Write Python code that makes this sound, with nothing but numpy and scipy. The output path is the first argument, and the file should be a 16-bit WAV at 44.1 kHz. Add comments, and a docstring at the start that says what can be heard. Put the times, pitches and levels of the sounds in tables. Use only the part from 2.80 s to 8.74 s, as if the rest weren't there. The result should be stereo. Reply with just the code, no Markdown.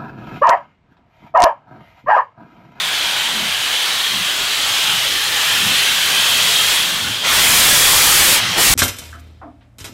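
"""Steam jets hiss and ring hoarsely near 3 kHz as a steam locomotive rolls slowly up, cylinder cocks open.
The jets are noise shaped into a roar, a fizz and a ring, which surge with the piston strokes.
Then the nearest cock blows straight past, one long blast and one short, and overloads the microphone.
Behind the jets, soft chuffs from the stack come roughly every three quarters of a second: noise in
gliding resonances. The wheels and rods add a lumpy low rumble of filtered noise."""
import sys
import numpy as np
from scipy import signal
from scipy.io import wavfile
from scipy.ndimage import uniform_filter1d

SR = 44100
rng = np.random.default_rng(int(sys.argv[2]) if len(sys.argv) > 2 else 0)


def master_out(mix):
    """Clip the mix to full scale and print it as 16-bit PCM to the path in sys.argv[1]."""
    frames = np.transpose(np.atleast_2d(mix))
    ceiling = np.clip(frames, -1, 1)
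    pcm = np.round(ceiling * 32767).astype(np.int16)
    wavfile.write(sys.argv[1], SR, pcm)


N = 261951  # length in samples

# spectrum shapes of the jets' roar and fizz; only the shape counts: f/Hz, density/dB
JET_ROAR_SPECTRUM = [(100, -42), (450, -15.5), (800, -9), (1150, -5.5), (1650, -1.5), (2100, -2.5),
                     (2700, 0), (4000, -1), (4700, -6), (5500, -10), (8000, -13), (16000, -37)]
JET_FIZZ_SPECTRUM = [(2000, -26), (4000, 1.5), (5500, -2), (6600, -1.5), (8500, -3.5), (12000, -5),
                     (14000, -9), (16000, -14)]
# surges that the piston strokes drive through the open cocks; each part of the sound
# takes its own share of the strength: start/s, end/s, strength/dB
STROKES = [(0.032, 0.513, 2.0), (.78, 1.238, 2.0), (1.766, 2.25, 2.5), (2.55, 3.146, 3),
           (3.288, 4.015, 3.5)]
# centre of the hoarse ring of the cock mouths: t/s, f/Hz
RING_CENTRE = [(0.0, 3560), (0.1, 3320), (0.89, 2980), (0.92, 3250), (3.35, 3170), (3.47, 3350),
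               (3.52, 3240), (4.21, 3340), (4.29, 3180), (4.52, 3400), (4.73, 3160), (4.78, 3340),
               (5.27, 3250), (5.36, 3100), (5.9, 3180)]
# chance hollow tints in the hiss: t at the top/s, level/dB, length/s, centre f/Hz, width/Hz
HOLLOW_TINTS = [(.35, -35, 1.5, 930, 276), (1.35, -38, 0.5, 1150, 130), (2.62, -29, 0.5, 1820, 120),
                (3.15, -31.5, 0.52, 1600, 130), (3.4, -33, 0.37, 1130, 130)]
# blasts of the nearest cock: opens/s, shut/s, pressure build-up time/s, pressure/dB
BLASTS = [(4.436, 5.615, 0.16, -0.5), (5.765, 6.1, 0.035, 0.2)]
# spectrum shapes of the blasts' roar, fizz and wind on the microphone: f/Hz, density/dB
BLAST_ROAR_SPECTRUM = [(40, -29), (300, -14), (550, -8), (900, -3.5), (1300, -1), (2000, 1.5), (2800, 0),
                       (4300, -3), (5500, -4.5), (9000, -15.5), (16000, -41)]
BLAST_FIZZ_SPECTRUM = [(1500, -8), (3500, -2), (4800, -1), (5700, -3), (7200, 0.5), (9000, -0.5),
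                       (12000, -2.5), (14500, -4.5), (16000, -12)]
WIND_SPECTRUM = [(15, -8), (45, -5), (90, -3), (160, -5.5), (300, -14), (800, -26)]
# brief gusts as the cock coughs open or its wind thumps the microphone:
# t at the top/s, level/dB, length/s, centre f/Hz, width/Hz
PUFFS = [(4.458, -26, 0.051, 804, 700), (4.56, -37, .06, 65, 70), (5.786, -23.5, 0.029, 330, 170),
         (5.795, -21, 0.064, 900, 500), (5.91, -18, 0.037, 60, 110)]
# exhaust beats: t at the top/s, level/dB, length/s, stack resonance at the top f/Hz
CHUFFS = [(0.605, -32, 0.19, 208), (1.381, -35, 0.14, 188), (2.136, -35, 0.14, 180.6),
          (2.877, -31, 0.18, 197), (3.631, -39, 0.2, 191), (4.275, -35, 0.12, 222),
          (5.667, -33.5, 0.13, 193.5)]
# spectrum shape of the wheels and rods: f/Hz, density/dB
GEAR_SPECTRUM = [(20, -10), (45, -2.5), (90, 0.5), (170, 1), (300, -2), (500, -2), (750, 0.5), (1200, -3.5),
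                 (3000, -40)]
# the stereo difference relative to the middle, before it wavers: f/Hz, level/dB
STEREO_WIDTH = [(30, -17.5), (500, -18), (1400, -20.5), (3200, -22), (5000, -16), (8000, -17.5),
                (15000, -16.5)]

STROKE_RAMP_S = .25  # time for a surge to rise or fall
# the jets grow as the engine nears, fall away while its front draws level, then recede
LEVEL_FROM_S, LEVEL_TAKES_S, RECEDE_DB_PER_S = 3.95, 0.45, 1.5
SHUT_S, LEAK_DB = 0.081, -23.5  # the valve's closing time; the least pressure once it has first opened
ROAR_LAW, RING_LAW = 0.28, 0.51  # roar and ring grow as these powers of the pressure
# a beat's deep boom, relative to the beat, grows with the approach up to the near level
BOOM_FAR_DB, BOOM_DB_PER_S, BOOM_NEAR_DB = -20, 5.5, 3
EDGE_HZ = 15850  # top of the sound
FRAME, HOP = 1024, 256  # short-time frame and step in samples
HZ = np.fft.rfftfreq(FRAME, 1 / SR)  # frequency of each bin
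T = np.arange(N // HOP + 5) * HOP / SR  # time of each frame in seconds


def jets():
    """Steam beside the cylinders: a billowing roar, and a fizz that grows faster as the engine nears."""
    roar_db = approach(far_db=-22.5, db_per_s=0.79, surge=.9, drop_db=5.5)
    fizz_db = approach(far_db=-31.0, db_per_s=2.5, surge=0.6, drop_db=10.0)
    roar_billow = eddies(depth_db=2.0, life=0.21, span_hz=208)
    fizz_billow = eddies(depth_db=1.0, life=0.2, span_hz=350)
    roar = gain_of(roar_db) * unit(colour(JET_ROAR_SPECTRUM)) * roar_billow
    fizz = gain_of(fizz_db) * unit(colour(JET_FIZZ_SPECTRUM)) * fizz_billow
    sputter = eddies(depth_db=.5, life=0.017, span_hz=7000)
    return noise(np.hypot(roar, fizz) * sputter)


def cock_ring(body_db=-4.0, core_db=-3, near_db=-16.0, fade_db_per_s=6.0):
    """Jets excite the cock mouths: a broad unsteady ring, a narrower whistling core; the nearest fades."""
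    hz, = follow(RING_CENTRE)
    ahead = gain_of(approach(far_db=-25.0, db_per_s=0.68, surge=0.91, drop_db=2.0))
    since_opening = T[:, None] - BLASTS[0][0]
    nearest = cock_pressure() ** RING_LAW * gain_of(near_db - fade_db_per_s * since_opening)
    body_eddies = eddies(depth_db=1.8, life=0.06, span_hz=500)
    core_eddies = eddies(depth_db=2, life=.1, span_hz=120)
    body = unit(resonance(hz, width_hz=680)) * gain_of(body_db) * body_eddies
    core = unit(resonance(hz, width_hz=260)) * gain_of(core_db) * core_eddies
    flutter = eddies(depth_db=0.8, life=0.13, span_hz=5000)
    return noise(np.hypot(ahead, nearest) * np.hypot(body, core) * flutter)


def hollow_tints():
    """Chance hollow tints in the hiss: noise that swells and fades around one pitch."""
    return gusts(HOLLOW_TINTS)


def blasts(roar_db=-14.0, fizz_db=-10.6, wind_db=-29):
    """Steam from the nearest cock: roar builds first, then fizz, and the jet's wind on the microphone."""
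    pressure = cock_pressure()
    roar_eddies = eddies(depth_db=2.5, life=0.11, span_hz=200)
    fizz_eddies = eddies(depth_db=0.3, life=0.071, span_hz=710)
    wind_eddies = eddies(depth_db=1.0, life=0.092, span_hz=120)
    roar = gain_of(roar_db) * pressure ** ROAR_LAW * unit(colour(BLAST_ROAR_SPECTRUM)) * roar_eddies
    fizz = gain_of(fizz_db) * pressure * unit(colour(BLAST_FIZZ_SPECTRUM)) * fizz_eddies
    wind = gain_of(wind_db) * pressure * unit(colour(WIND_SPECTRUM)) * wind_eddies
    return noise(np.sqrt(roar ** 2 + fizz ** 2 + wind ** 2))


def puffs():
    """Short bursts of turbulence as the cock coughs open or its wind thumps the microphone."""
    return gusts(PUFFS)


def chuffs(fall_hz=240, boom_hz=107, overtone_db=-13):
    """Each beat is a hollow gust up the stack; its pitch sinks by fall_hz a second as pressure drops."""
    t, beats = np.arange(N) / SR, 0
    # each beat also stirs a loose low resonance of the smokebox, stronger close up
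    smokebox = hollow(boom_hz, width_hz=28)
    for s, db, length, hz in CHUFFS:
        sinking = hz - fall_hz * np.clip(t - s, -length, length)
        overtone = gain_of(overtone_db) * hollow(2 * sinking, width_hz=170)
        stack = hollow(sinking, width_hz=78) + overtone
        boom_db = min(BOOM_FAR_DB + BOOM_DB_PER_S * s, BOOM_NEAR_DB)
        boom = gain_of(boom_db) * smokebox
        envelope = np.interp(t, T, swell(s, length)[:, 0])
        beats = beats + gain_of(db) * envelope * (stack + boom)
    return beats


def running_gear():
    """A lumpy low rumble of wheels and rods that grows with the approach and leans on each stroke."""
    level_db = approach(far_db=-42.5, db_per_s=1.88, surge=0.37, drop_db=3)
    lumps = eddies(depth_db=2.8, life=0.16, span_hz=150)
    return noise(gain_of(level_db) * unit(colour(GEAR_SPECTRUM)) * lumps)


def approach(far_db, db_per_s, surge, drop_db):
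    """Level of one part: grows with the approach, surges with each stroke, drops as the front goes by."""
    t = T[:, None]
    strokes_db = 0
    for start, end, db in STROKES:
        rise = ramp(start - STROKE_RAMP_S / 2, STROKE_RAMP_S)
        fall = ramp(end - STROKE_RAMP_S / 2, STROKE_RAMP_S)
        strokes_db = strokes_db + db * (rise - fall)
    receding_s = np.maximum(t - LEVEL_FROM_S - LEVEL_TAKES_S, 0)
    passing_db = drop_db * ramp(LEVEL_FROM_S, LEVEL_TAKES_S) + RECEDE_DB_PER_S * receding_s
    return far_db + db_per_s * np.minimum(t, LEVEL_FROM_S) + surge * strokes_db - passing_db


def cock_pressure():
    """Nearest cock's pressure: it builds when the valve opens, holds, and falls to a leak when it shuts."""
    t, pressure = T[:, None], 0
    for opens, shut, build, db in BLASTS:
        building = 1 - np.exp(-np.maximum(t - opens, 0) / build)
        closing = 1 - ramp(shut - SHUT_S, SHUT_S)
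        pressure = pressure + gain_of(db) * building * closing
    leak = gain_of(LEAK_DB) * (t > BLASTS[0][0])
    return np.maximum(pressure, leak)


def gusts(rows):
    """Turbulence that swells and fades in one resonance for each row."""
    field = 0
    for s, db, length, hz, width in rows:
        field = field + gain_of(db) * swell(s, length) * unit(resonance(hz, width))
    return noise(field)


def hollow(hz, width_hz):
    """Turbulence ringing in one narrow resonance that follows the curve hz; rms one."""
    smooth = signal.butter(2, width_hz / 2, fs=SR, output="sos")
    # slow complex noise, shifted up to the resonance
    flutter = signal.sosfilt(smooth, rng.standard_normal(N) + 1j * rng.standard_normal(N))
    phase = 2 * np.pi * np.cumsum(hz * np.ones(N)) / SR
    return evened((flutter * np.exp(1j * phase)).real)


def noise(field):
    """Turbulence with the given short-time spectrum."""
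    white = rng.standard_normal(len(T) * HOP)
    z = signal.stft(white, nperseg=FRAME, noverlap=FRAME - HOP)[2][:, :len(T)]
    shaped = z * field.T * np.sqrt(len(HZ))
    return signal.istft(shaped, nperseg=FRAME, noverlap=FRAME - HOP)[1][:N]


def eddies(depth_db, life, span_hz):
    """Random patches of gain, each lasting about life seconds and about span_hz wide."""
    field = rng.standard_normal((len(T), len(HZ)))
    rate = np.fft.fftfreq(len(T), HOP / SR)[:, None]
    ripple = np.fft.rfftfreq(len(HZ), HZ[1])
    blur = np.exp(-(rate * life) ** 2 - (ripple * span_hz) ** 2)
    smooth = np.fft.irfft2(np.fft.rfft2(field) * blur, field.shape)
    return gain_of(depth_db * evened(smooth))


def gain_of(db):
    """Decibels to amplitude."""
    return 10 ** (np.asarray(db) / 20)


def evened(x):
    """Scales to an rms of one."""
    return x / np.sqrt(np.mean(x ** 2) + 1e-20)


def colour(points):
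    """A spectrum as a gain for each bin."""
    hz, db = np.transpose(points)
    return gain_of(np.interp(np.log(HZ + 1), np.log(hz), db))


def follow(rows):
    """Each column of a curve as a value for each frame."""
    s, *columns = np.transpose(rows)
    return [np.interp(T, s, c)[:, None] for c in columns]


def resonance(hz, width_hz):
    """A resonance as a gain for each bin; its width is taken at half power."""
    return 1 / (1 + ((HZ - hz) / (.78 * width_hz)) ** 2)


def unit(shape):
    """Scales a spectrum to a total power of one."""
    return shape / np.sqrt(np.sum(shape ** 2, axis=-1, keepdims=True))


def swell(s, length):
    """A smooth rise and fall around the moment s."""
    return np.exp(-(2 * (T[:, None] - s) / length) ** 2)


def ramp(start, length):
    """Rises from zero to one over length seconds."""
    return np.clip((T[:, None] - start) / length, 0, 1)


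def widen(mid):
    """Both ears hear nearly the same sound; separate noise adds a slight, wavering stereo width."""
    padded = np.pad(mid, (0, FRAME * 2))
    z = signal.stft(padded, nperseg=FRAME, noverlap=FRAME - HOP)[2][:, :len(T)]
    loudness = np.sqrt(uniform_filter1d(abs(z.T) ** 2, size=9, axis=1).clip(0))
    waver = np.minimum(eddies(depth_db=6, life=.15, span_hz=40000), 1.7)
    side = noise(loudness * colour(STEREO_WIDTH) * waver)
    return np.array([mid + side, mid - side])


def scene():
    """All the steam and the rolling engine."""
    ahead = jets() + cock_ring() + hollow_tints()
    close = blasts() + puffs()
    return widen(ahead + close + chuffs() + running_gear())


def record(dry):
    """The microphone amplifier saturates, which flattens and roughens loud peaks; then the band limit."""
    ceiling, knee = .48, 6  # largest amplitude; a higher knee bends more sharply
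    squashed = dry / (1 + abs(dry / ceiling) ** knee) ** (1 / knee)
    lowpass = signal.firwin(511, EDGE_HZ, window=("kaiser", 9), fs=SR)
    return signal.oaconvolve(squashed, lowpass[None], "same")


dry = scene()
out = record(dry)
master_out(out)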